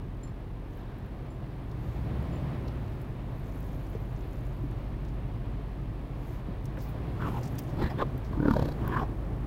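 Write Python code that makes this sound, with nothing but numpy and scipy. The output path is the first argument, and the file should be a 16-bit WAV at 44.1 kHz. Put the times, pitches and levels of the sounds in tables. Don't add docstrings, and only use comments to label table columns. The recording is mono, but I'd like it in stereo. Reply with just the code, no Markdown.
import sys
import numpy as np
from scipy import signal
from scipy.fft import rfft, irfft
from scipy.io import wavfile

SR = 44100
rng = np.random.default_rng(int(sys.argv[2]) if len(sys.argv) > 2 else 0)


def output_pcm(signal):
    pcm = np.clip(np.atleast_2d(signal).T, -1, 1) * 32767
    wavfile.write(sys.argv[1], SR, np.round(pcm).astype(np.int16))


N = 417186
TIME, FREQS = np.arange(N) / SR, np.arange(N // 2 + 1) * SR / N
BISON_DIRECT = 0.247
# pitch_hz, level_db
CHEST_COLOUR = [(40, 2.5), (75, 3.5), (200, 1.5), (350, 0), (550, -12.5), (1200, -18), (3000, -53)]


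def grunt(pulse_s=0.00131, chest_ring_s=0.064, leak=0.072, crack=0.61, rough=.33, wobble=.025):
    # full_s, attack_s, hold_s, release_s, level_db
    pulse_shape = (8.5, 0.33, 0.15, 0.0053, -21.5)
    rasp_shape = (8.5, 0.01, 0.11, 0.17, -45.5)
    chest_shape = (8.5, 0.0962, 0.0039, 0.027, -13)
    rush_shape = (8.5, 0.0853, 0.1871, 0.07, -35)
    wheeze_shape = (8.5, 0.06, 0.12, 0.26, -53.5)
    # time_s, pitch_hz
    chest_pitch = [(8.38, 295), (8.465, 309.3), (8.51, 232.2), (8.63, 201.7)]
    # pitch_hz, ring_s, full_s, attack_s, hold_s, release_s, level_db
    throat_notes = [(466, 0.0198, 8.456, .035, 0.029, .008, -19.5),
                    (572, 0.0202, 8.565, 0.0123, 0.0377, .04, -18.5),
                    (756, .016, 8.565, .03, 0.042, 0.075, -29.5),
                    (926, 0.042, 8.53, 0.091, 0.025, .055, -25),
                    (1171, .022, 8.51, 0.073, .003, .008, -24.5),
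                    (1432, 0.036, 8.47, 0.0315, 0.015, .045, -23)]
    # pitch_hz, width_hz, level_db
    rasp_bands = [(1640, 260, 4.5), (2600, 600, 1), (3190, 340, 1.5), (4000, 340, -1), (4440, 414, -2),
                  (5150, 500, -6.5), (7500, 2370, -7), (12000, 4650, -5)]
    # start_s, level_db, pitch_hz, ring_s
    catch = (8.4735, -20, 319.5, 0.0435)
    hiss, flow = hissing(rasp_bands), air()
    breath = air(CHEST_COLOUR) + from_db(-24.5) * hiss
    out = envelope(TIME, *rush_shape) * breath + thud(*catch)
    soft = signal.butter(2, 2200, fs=SR)
    rise_s, fall_s, crack_s = .0025, .0035, .0012
    times = flap_times(count=13)
    for s in times:
        span, t = around(s, reach_s=.1)
        early_s = rng.uniform(.005, .011)
        slap = from_db(-12) * rng.uniform(.5, 1.5)
        opening = swell(t - .001, rise_s, fall_s) + slap * swell(t + early_s, crack_s, 2 * crack_s)
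        opening += leak * swell(t, 0.026, 0.017)
        pulse = t / pulse_s * np.exp(.5 - .5 * (t / pulse_s) ** 2)
        snap = signal.lfilter(*soft, signal.unit_impulse(len(t), np.argmin(np.abs(t))))
        early_snap = signal.lfilter(*soft, signal.unit_impulse(len(t), np.argmin(np.abs(t + early_s))))
        chest = ring(snap, np.interp(s, *np.transpose(chest_pitch)), chest_ring_s)
        flap = envelope(s, *pulse_shape) * pulse + envelope(s, *chest_shape) * chest
        for hz, ring_s, *shape in throat_notes:
            hz *= 1 + wobble * rng.uniform(-1.08, 1)
            swirl = rough * opening * resonate(flow[:, span], hz, width_hz=197)
            flap = flap + envelope(s, *shape) * (ring(snap + slap * early_snap, hz, ring_s) + swirl)
        if s == times[-1]:
            flap *= from_db(8.5)
        burst = opening + crack * swell(t - crack_s, crack_s, crack_s)
        rasp = envelope(s, *rasp_shape) * burst * hiss[:, span]
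        nose = resonate(flow[:, span], hz=4040, width_hz=740)
        wheeze = envelope(s, *wheeze_shape) * swell(t + crack_s, 2 * rise_s, fall_s) * nose
        strength = from_db(1.7 * rng.uniform(-0.82, 1))
        out[:, span] += strength * (flap + rasp + wheeze)
    return out


def flap_times(count, start_s=8.375, fastest_s=8.44, fastest_hz=37.15, slacken_s=.52):
    times = [start_s]
    for _ in range(count - 1):
        mid_cycle = times[-1] + .5 / fastest_hz
        times.append(times[-1] + (1 + ((mid_cycle - fastest_s) / slacken_s) ** 2) / fastest_hz)
    return times


def snorts():
    # pitch_hz, width_hz, level_db
    nose_bands = [(1757, 320, -1.5), (2410, 290, 1), (2955, 320, 0.5), (3495, 294, -1.5), (3900, 710, -0.5),
                  (4880, 870, -2.5), (8000, 2300, -5.5), (12450, 5800, -5)]
    # full_s, attack_s, hold_s, release_s, level_db, first_hz, second_hz,
    # width_share, sag_per_s, darken_s, second_db, throat_db, chest_db, hiss_db, edge_hz, edge_db
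    blasts = [(.82, 0.052, .15, 0.123, -61, 850, 1650, 0.42, 0, .01, -2.5, -12.5, -5.5, -8.5, 3800, -12.5),
              (7.23, 0.0105, 0.0442, .018, -36, 1101, 1333, 0.304, 0.61, 0.021, -6, -9.5, -1.5, -23, 2900, -21),
              (7.328, 0.0355, 0.048, .016, -42.5, 883, 1245, 0.37, 0.34, 0.0383, -8, -6, 1, -15, 2600, -17.5),
              (7.803, 0.027, 0.024, .03, -41.5, 874, 1248, .35, .5, .004, -7.5, -5.5, 6.5, -20.5, 4310, -22),
              (7.843, 0.0165, 0.0231, 0.018, -46, 900, 1772, 0.264, -0.86, .002, 5, -6.5, 9.5, -6.5, 4000, -7.5),
              (7.907, 0.0052, 0.0079, 0.0099, -41, 810, 1800, 0.234, -0.078, .002, -10.5, -10.5, -7.5, -15.5, 5020, -17),
              (7.999, 0.0141, .02, 0.0084, -36.5, 996, 1604, 0.29, -0.014, 0.00195, -3, 2, -4, -19.5, 3400, -16),
              (8.02, 0.00356, 0.0057, .006, -30, 1062, 1500, 0.193, 1.5, 0.0039, -15.5, 0.5, -7.5, -32, 3450, -21.5),
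              (8.335, .009, 0.0175, .012, -46.5, 998, 1400, .3, 0, .002, -12, -6.5, -0.5, -20.5, 4000, -22.5),
              (8.846, 0.0265, 0.053, 0.0323, -43.5, 1113, 1395, 0.314, 0, 0.0061, -8, -10, 9.5, -19.5, 3000, -21.5),
              (8.962, 0.0263, 0.0352, 0.0266, -32, 1077, 1574, 0.232, 1.103, 0.0249, -6, -13, -2.5, -23, 3000, -24.5),
              (9.018, .012, 0.0236, 0.0173, -39.5, 678, 1050, 0.296, -0.016, 0.00195, -5.5, -5, -8.5, -26, 5500, -25)]
    out, flow = np.zeros((2, N)), air(direct=BISON_DIRECT)
    rush, hiss = air(CHEST_COLOUR), hissing(nose_bands)
    flutter = from_db(2.3 * drift(70))
    throat = resonate(flow, hz=460, width_hz=200)
    for (s, attack, hold, release, db, first_hz, second_hz, width_share, sag, darken,
         second_db, throat_db, chest_db, hiss_db, edge_hz, edge_db) in blasts:
        span, t = around(s, reach_s=.4)
        first = sagging(flow[:, span], t, first_hz, width_share * first_hz, sag)
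        second = sagging(flow[:, span], t, second_hz, width_hz=300, sag=sag)
        edge = from_db(edge_db) * resonate(flow[:, span], edge_hz, width_hz=600)
        breath = from_db(chest_db) * rush[:, span] + from_db(hiss_db) * hiss[:, span] + edge
        lead = 0.98 * attack
        out[:, span] += (envelope(t, -lead, attack, hold + lead, release, db) * breath
                         + envelope(t, -darken, attack, hold, release, db + second_db) * second
                         + envelope(t, 0, attack, hold, release, db) * first
                         + envelope(t, darken, attack, hold, release, db + throat_db) * throat[:, span])
    return out * flutter


def hooves_on_soil(floor_db=-80.5):
    # pitch_hz, level_db
    rustle_colour = [(3500, 3), (5500, -1), (6900, 3.5), (7900, -4), (9000, -4), (10000, -7), (11200, -0.5),
                     (12100, -1), (13200, 4.5), (14500, -2), (15600, -0.5), (18000, -22.5)]
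    grain_colour = [(1500, 4), (4000, 3), (6800, -0.5), (9000, -3), (11000, -1), (13000, 5), (16000, 5.5),
                    (19000, -17.5)]
    # peak_s, rise_s, fall_s, hiss_db, grit_db
    scuffs = [(.75, .04, .04, -77.5, -73.5), (1.87, 0.058, .13, -68.5, -78), (2.9, 0.135, .13, -83.5, -73),
              (3.62, .18, 0.28, -71.5, -67), (4.25, 0.1707, .35, -81, -71),
              (6.33, 0.098, 0.041, -63.5, -72.5), (7.38, 0.132, .26, -66.5, -67),
              (8.55, 0.148, .25, -68.5, -79.5)]
    # peak_s, level_db, attack_s, decay_s, pitch_hz
    crunches = [(.773, -63, .002, .003, 13000), (.985, -64, .002, .003, 13000),
                (1.06, -65, .003, .004, 13500), (1.715, -63, .003, .008, 5000),
                (2.228, -59, .001, .002, 12000), (2.68, -57, .002, .006, 4800),
                (2.877, -63, .001, .003, 6000), (3.017, -60, .001, .003, 13000),
                (3.049, -64, .001, .002, 10000), (3.395, -64, .001, .003, 11000),
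                (3.604, -60, .001, .004, 12500), (3.868, -57, .001, .003, 7000),
                (3.9, -60, .001, .003, 12500), (3.951, -60, .002, .008, 5200),
                (4.468, -59, .001, .003, 9000), (4.713, -64, .002, .003, 8800),
                (4.787, -66, .001, .002, 7000), (5.05, -63, .002, .005, 7000),
                (5.084, -61.5, .002, .009, 6000), (6.644, -57, .001, .003, 11000),
                (6.656, -43.5, .001, .004, 7500), (6.773, -40, .001, .007, 1600),
                (6.788, -55, .003, .018, 6500), (6.805, -55, .002, .05, 6500),
                (6.822, -55.5, .004, .04, 13000), (6.892, -57, .003, .014, 12500),
                (7.29, -58, .04, .045, 10000), (7.433, -45.5, .002, .014, 6500),
                (7.456, -51, .002, .01, 7000), (7.477, -46.5, .002, .005, 7000),
                (7.556, -50, .001, .002, 10000), (7.583, -46, .002, .014, 2900),
                (7.585, -39.5, .002, .009, 6500), (7.59, -37.5, .001, .004, 11000),
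                (7.623, -55, .002, .008, 11000), (7.637, -58, .003, .025, 8000),
                (7.7, -58, .012, .014, 6500), (7.864, -41, .003, .004, 2800),
                (8.179, -47, .001, .002, 11000), (8.248, -56, .003, .025, 5500),
                (8.878, -39, .0005, .0015, 12000)]
    rustle = air(rustle_colour)
    spells = np.array([swell(TIME - s, rise, fall) for s, rise, fall, *_ in scuffs])
    hiss, trickle = from_db(np.transpose(scuffs)[-2:]) @ spells
    out = (from_db(floor_db) + hiss) * rustle + trickle * grit(rustle)
    grains = air(grain_colour, BISON_DIRECT) * rms_one(from_db(4 * drift(400)))
    for s, db, attack, decay, hz in crunches:
        span, t = around(s)
        band = resonate(grains[:, span], hz, width_hz=.7 * hz)
        spray = .7 * min(1, hz / 6000) * grains[:, span]
        out[:, span] += envelope(t, 0, attack, 0, decay, db) * (band + spray)
    return out


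def grit(rustle, grains_per_s=130, spread_db=4.5, decay_s=.0009):
    out, count = 0, int(grains_per_s * N / SR)
    for hz in (6800, 11000, 13000, 14000):
        falls = np.zeros(N)
        falls[rng.integers(0, N, count)] = from_db(spread_db * np.minimum(rng.exponential(1, count), 3.5))
        bursts = signal.lfilter([1], [1, -np.exp(-1 / (decay_s * SR))], falls + 1e-18)
        out = out + bursts * resonate(rustle, hz, hz / 2)
    return rms_one(out)


def knocks():
    # start_s, level_db, pitch_hz, ring_s
    blows = [(3.951, -26, 441.4, 0.0416), (4.638, -29, 288, 0.082), (6.486, -25.5, 190.7, 0.062),
             (6.779, -34, 546, .06), (7.84, -20, 69.9, 0.156), (8.624, -21.5, 85, 0.063)]
    return sum(thud(*blow) for blow in blows)


def engine(rumble_db=-40, whirr_db=-47, db_per_octave=9.5, throb=0.196, boom_hz=128, boom_width_hz=17):
    # time_s, firing_hz
    idle = [(.88, 46.7), (1.22, 50.51)]
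    # peak_s, rise_s, fall_s, added_hz
    revs = [(2.31, 0.2923, 0.3385, 19.2), (7.25, 0.2516, 0.301, 11.3), (7.87, 0.12968, 0.1804, 7.5),
            (8.88, 0.1497, 0.1787, 7.2)]
    # time_s, level_db
    firing_level = [(0, -42), (1.3, -46.5), (1.8, -41), (2.3, -39.5), (3.1, -43), (4.4, -38), (6.1, -38.5),
                    (7.5, -43), (8.4, -39.5), (9.46, -38)]
    drone_level = [(0, -57.5), (1.4, -56), (1.85, -40), (2.3, -42), (3.3, -53), (4.1, -43), (5.3, -44),
                   (6.1, -46), (6.7, -42.5), (7.3, -43.5), (9.46, -48.5)]
    # time_s, gain_db
    facing = [(1.3, -1.24), (3, 0), (6.3, -0.4143), (7.3, 0.89), (9.46, 2.06)]
    # time_s, gain_db
    whirr_treble = [(0, -0.34), (6.5, 0), (8.1, -1.2), (9.1, -4)]
    # times_firing_rate; and for each, gain_db
    multiples = [.623, .75, 1, 2, 2.37, 2.625, 3.67]
    tone_gains = [-19.5, -5.5, .5, -7.5, -12, -11, -17.5]
    # pitch_hz, level_db
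    rumble_colour = [(20, -8), (30, -9.5), (40, -10.5), (60, 1), (85, 0), (135, 0.63), (170, -4), (225, -6),
                     (320, -7), (430, -14), (700, -49.5)]
    whirr_colour = [(250, -3.5), (420, -3.5), (520, -1.5), (660, -1.5), (820, -5), (1080, -5.5),
                    (1400, -11), (1750, -10.5), (2400, -14.5), (3500, -21), (4600, -28.5), (6500, -42),
                    (9000, -76)]
    firing_hz = in_time(idle) + sum(hz * swell(TIME - s, rise, fall) for s, rise, fall, hz in revs)
    boost_db = db_per_octave * np.log2(firing_hz / idle[-1][1]) + in_time(facing)
    load_db = rumble_db + boost_db
    firings = np.cumsum(firing_hz) / SR
    shaft, tones = firings + 0.0461 * drift(2), 0
    for k, db in zip(multiples, tone_gains):
        boom_db = 5.5 * np.exp(-((k * firing_hz - boom_hz) / boom_width_hz) ** 2)
        source_db = in_time(firing_level) if k <= 1 else load_db
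        gain = from_db(source_db + db + boom_db + drift(3))
        tones = tones + gain * np.sin(2 * np.pi * (k * shaft + rng.random()))
    rumble = from_db(load_db) * air(rumble_colour) * (1 + throb * np.cos(2 * np.pi * firings))
    whirr = from_db(whirr_db + boost_db + 0.61 * drift(15)) * air(whirr_colour)
    treble = signal.sosfiltfilt(signal.butter(2, 1800, "high", fs=SR, output="sos"), whirr)
    whirr += (from_db(in_time(whirr_treble)) - 1) * treble
    drone = from_db(in_time(drone_level)) * resonate(air(), hz=118, width_hz=36)
    return np.sqrt(2) * tones + rumble + drone + whirr


def clinks(build_s=.002):
    # start_s, level_db, low_notes_extra_db, high_notes_extra_db
    touches = [(.233, -48.5, 0, -2.5), (.273, -66.5, 17.5, 7), (1.303, -63.5, 5, 6), (1.345, -71, 0, -4),
               (2.329, -61, 0, -6), (2.356, -61.5, 0, -3)]
    # pitch_hz, gain_db, ring_s
    metal_notes = [(4250, -13, .09), (5250, -13.5, 0.061), (7180, 7.5, 0.062), (7222, 15.5, 0.108),
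                   (7350, 4, .045), (10035, -11.5, .12), (11190, -11.5, 0.103), (12900, -17, .08)]
    out = np.zeros(N)
    for s, db, low_db, high_db in touches:
        span, t = around(s)
        t = np.maximum(t, 0)
        for hz, note_db, ring_s in metal_notes:
            gain = from_db(db + note_db + low_db * (hz < 6000) + high_db * (hz > 9000))
            shape = (1 - np.exp(-t / build_s)) * from_db(-60 * t / ring_s)
            out[span] += gain * shape * np.sin(2 * np.pi * hz * t)
    return out


def wind(breeze_db=-59, lump_db=3):
    # pitch_hz, level_db
    wind_colour = [(20, -16), (45, -3.5), (90, 3.5), (160, -4), (300, -11), (700, -34.5), (2000, -71)]
    # peak_s, width_s, left_db, right_db
    gusts = [(7.4, 0.085, -44, -53), (7.78, 0.077, -32.5, -40), (8.16, 0.0224, -27.5, -38),
             (8.36, 0.044, -26.5, -35.5), (8.8, 0.056, -43, -39.5)]
    swirls = irfft(rfft(rng.standard_normal((2, N))) * from_db(at_hz(wind_colour, FREQS)), N)
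    strength = from_db(breeze_db)
    for s, width, left_db, right_db in gusts:
        strength = strength + from_db([[left_db], [right_db]]) * swell(TIME - s, width, width)
    return strength * rms_one(swirls * from_db(lump_db * drift(16)))


def air(colour=None, direct=0):
    # pitch_hz, likeness (0 to 1)
    likeness = [(60, .97), (250, .95), (600, .87), (1200, .72), (2200, .3), (5000, .22), (14000, .15)]
    real, imaginary = rng.standard_normal((2, 2, len(FREQS)))
    mid, side = real + 1j * imaginary
    alike = np.clip(direct + (1 - direct) * at_hz(likeness, FREQS), 0, 1)
    both = np.sqrt(1 + alike) * mid + np.sqrt(1 - alike) * side * [[1], [-1]]
    return rms_one(irfft(both * (1 if colour is None else from_db(at_hz(colour, FREQS))), N))


def hissing(bands):
    flow = air(direct=BISON_DIRECT)
    return rms_one(sum(from_db(db) * resonate(flow, hz, width) for hz, width, db in bands))


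def resonate(x, hz, width_hz):
    edges = np.clip([hz - width_hz / 2, hz + width_hz / 2], [20, 40], [SR * .45, SR * .47])
    band = signal.butter(2, edges, "band", fs=SR, output="sos")
    return signal.sosfilt(band, x) * np.sqrt(SR / 2 / width_hz)


def sagging(x, t, hz, width_hz, sag):
    slide = np.exp(-1j * np.pi * sag * hz * np.maximum(t, 0) ** 2)
    return np.real(signal.hilbert(resonate(x, hz, width_hz)) * slide)


def ring(clicks, hz, ring_s):
    keep, angle = from_db(-60 / (ring_s * SR)), 2 * np.pi * hz / SR
    return signal.lfilter([0, np.sin(angle)], [1, -2 * keep * np.cos(angle), keep * keep], clicks + 1e-18)


def thud(s, db, hz, ring_s):
    return from_db(db) * ring(signal.unit_impulse(N, round(s * SR)), hz, ring_s)


def envelope(t, full_s, attack, hold, release, db):
    since = t - full_s
    return from_db(db) * np.exp(np.minimum(since, 0) / attack - np.maximum(since - hold, 0) / release)


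def swell(t, rise, fall):
    return np.exp(-.5 * (t / np.where(t < 0, rise, fall)) ** 2)


def drift(rate_hz):
    points = rng.standard_normal(4096)
    return rms_one(np.interp(TIME * rate_hz * 2, np.arange(len(points)), points))


def around(s, reach_s=.25):
    span = slice(max(0, int((s - reach_s) * SR)), int((s + reach_s) * SR))
    return span, TIME[span] - s


def in_time(points):
    return np.interp(TIME, *np.transpose(points))


def at_hz(points, hz):
    pitches, values = np.transpose(points)
    return np.interp(np.log(hz + 1), np.log(pitches), values)


def from_db(db):
    return 10 ** (np.asarray(db) / 20)


def rms_one(x):
    return x / np.sqrt(np.mean(x ** 2) + 1e-20)


def arrive(x, lag_s):
    return np.array([x[0], irfft(rfft(x[1]) * np.exp(-2j * np.pi * FREQS * lag_s), N)])


def scene():
    around_vehicle = arrive(engine() + clinks() + hooves_on_soil() + knocks(), lag_s=.0002)
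    return around_vehicle + arrive(grunt(), lag_s=.00017) + arrive(snorts(), lag_s=.00007) + wind()


def record(dry, cutoff_hz=15800):
    # pitch_hz, left_minus_right_db
    lean = [(60, -.6), (250, -.3), (650, 0), (1300, -2), (2800, -2.8), (4500, -1.2), (8000, .8),
            (14000, .8)]
    sides = from_db(at_hz(lean, FREQS) / 2 * np.array([[1], [-1]]))
    low_pass = signal.ellip(12, .1, 80, cutoff_hz, fs=SR, output="sos")
    return signal.sosfilt(low_pass, irfft(rfft(dry) * sides, N))


dry = scene()
out = record(dry)
output_pcm(out)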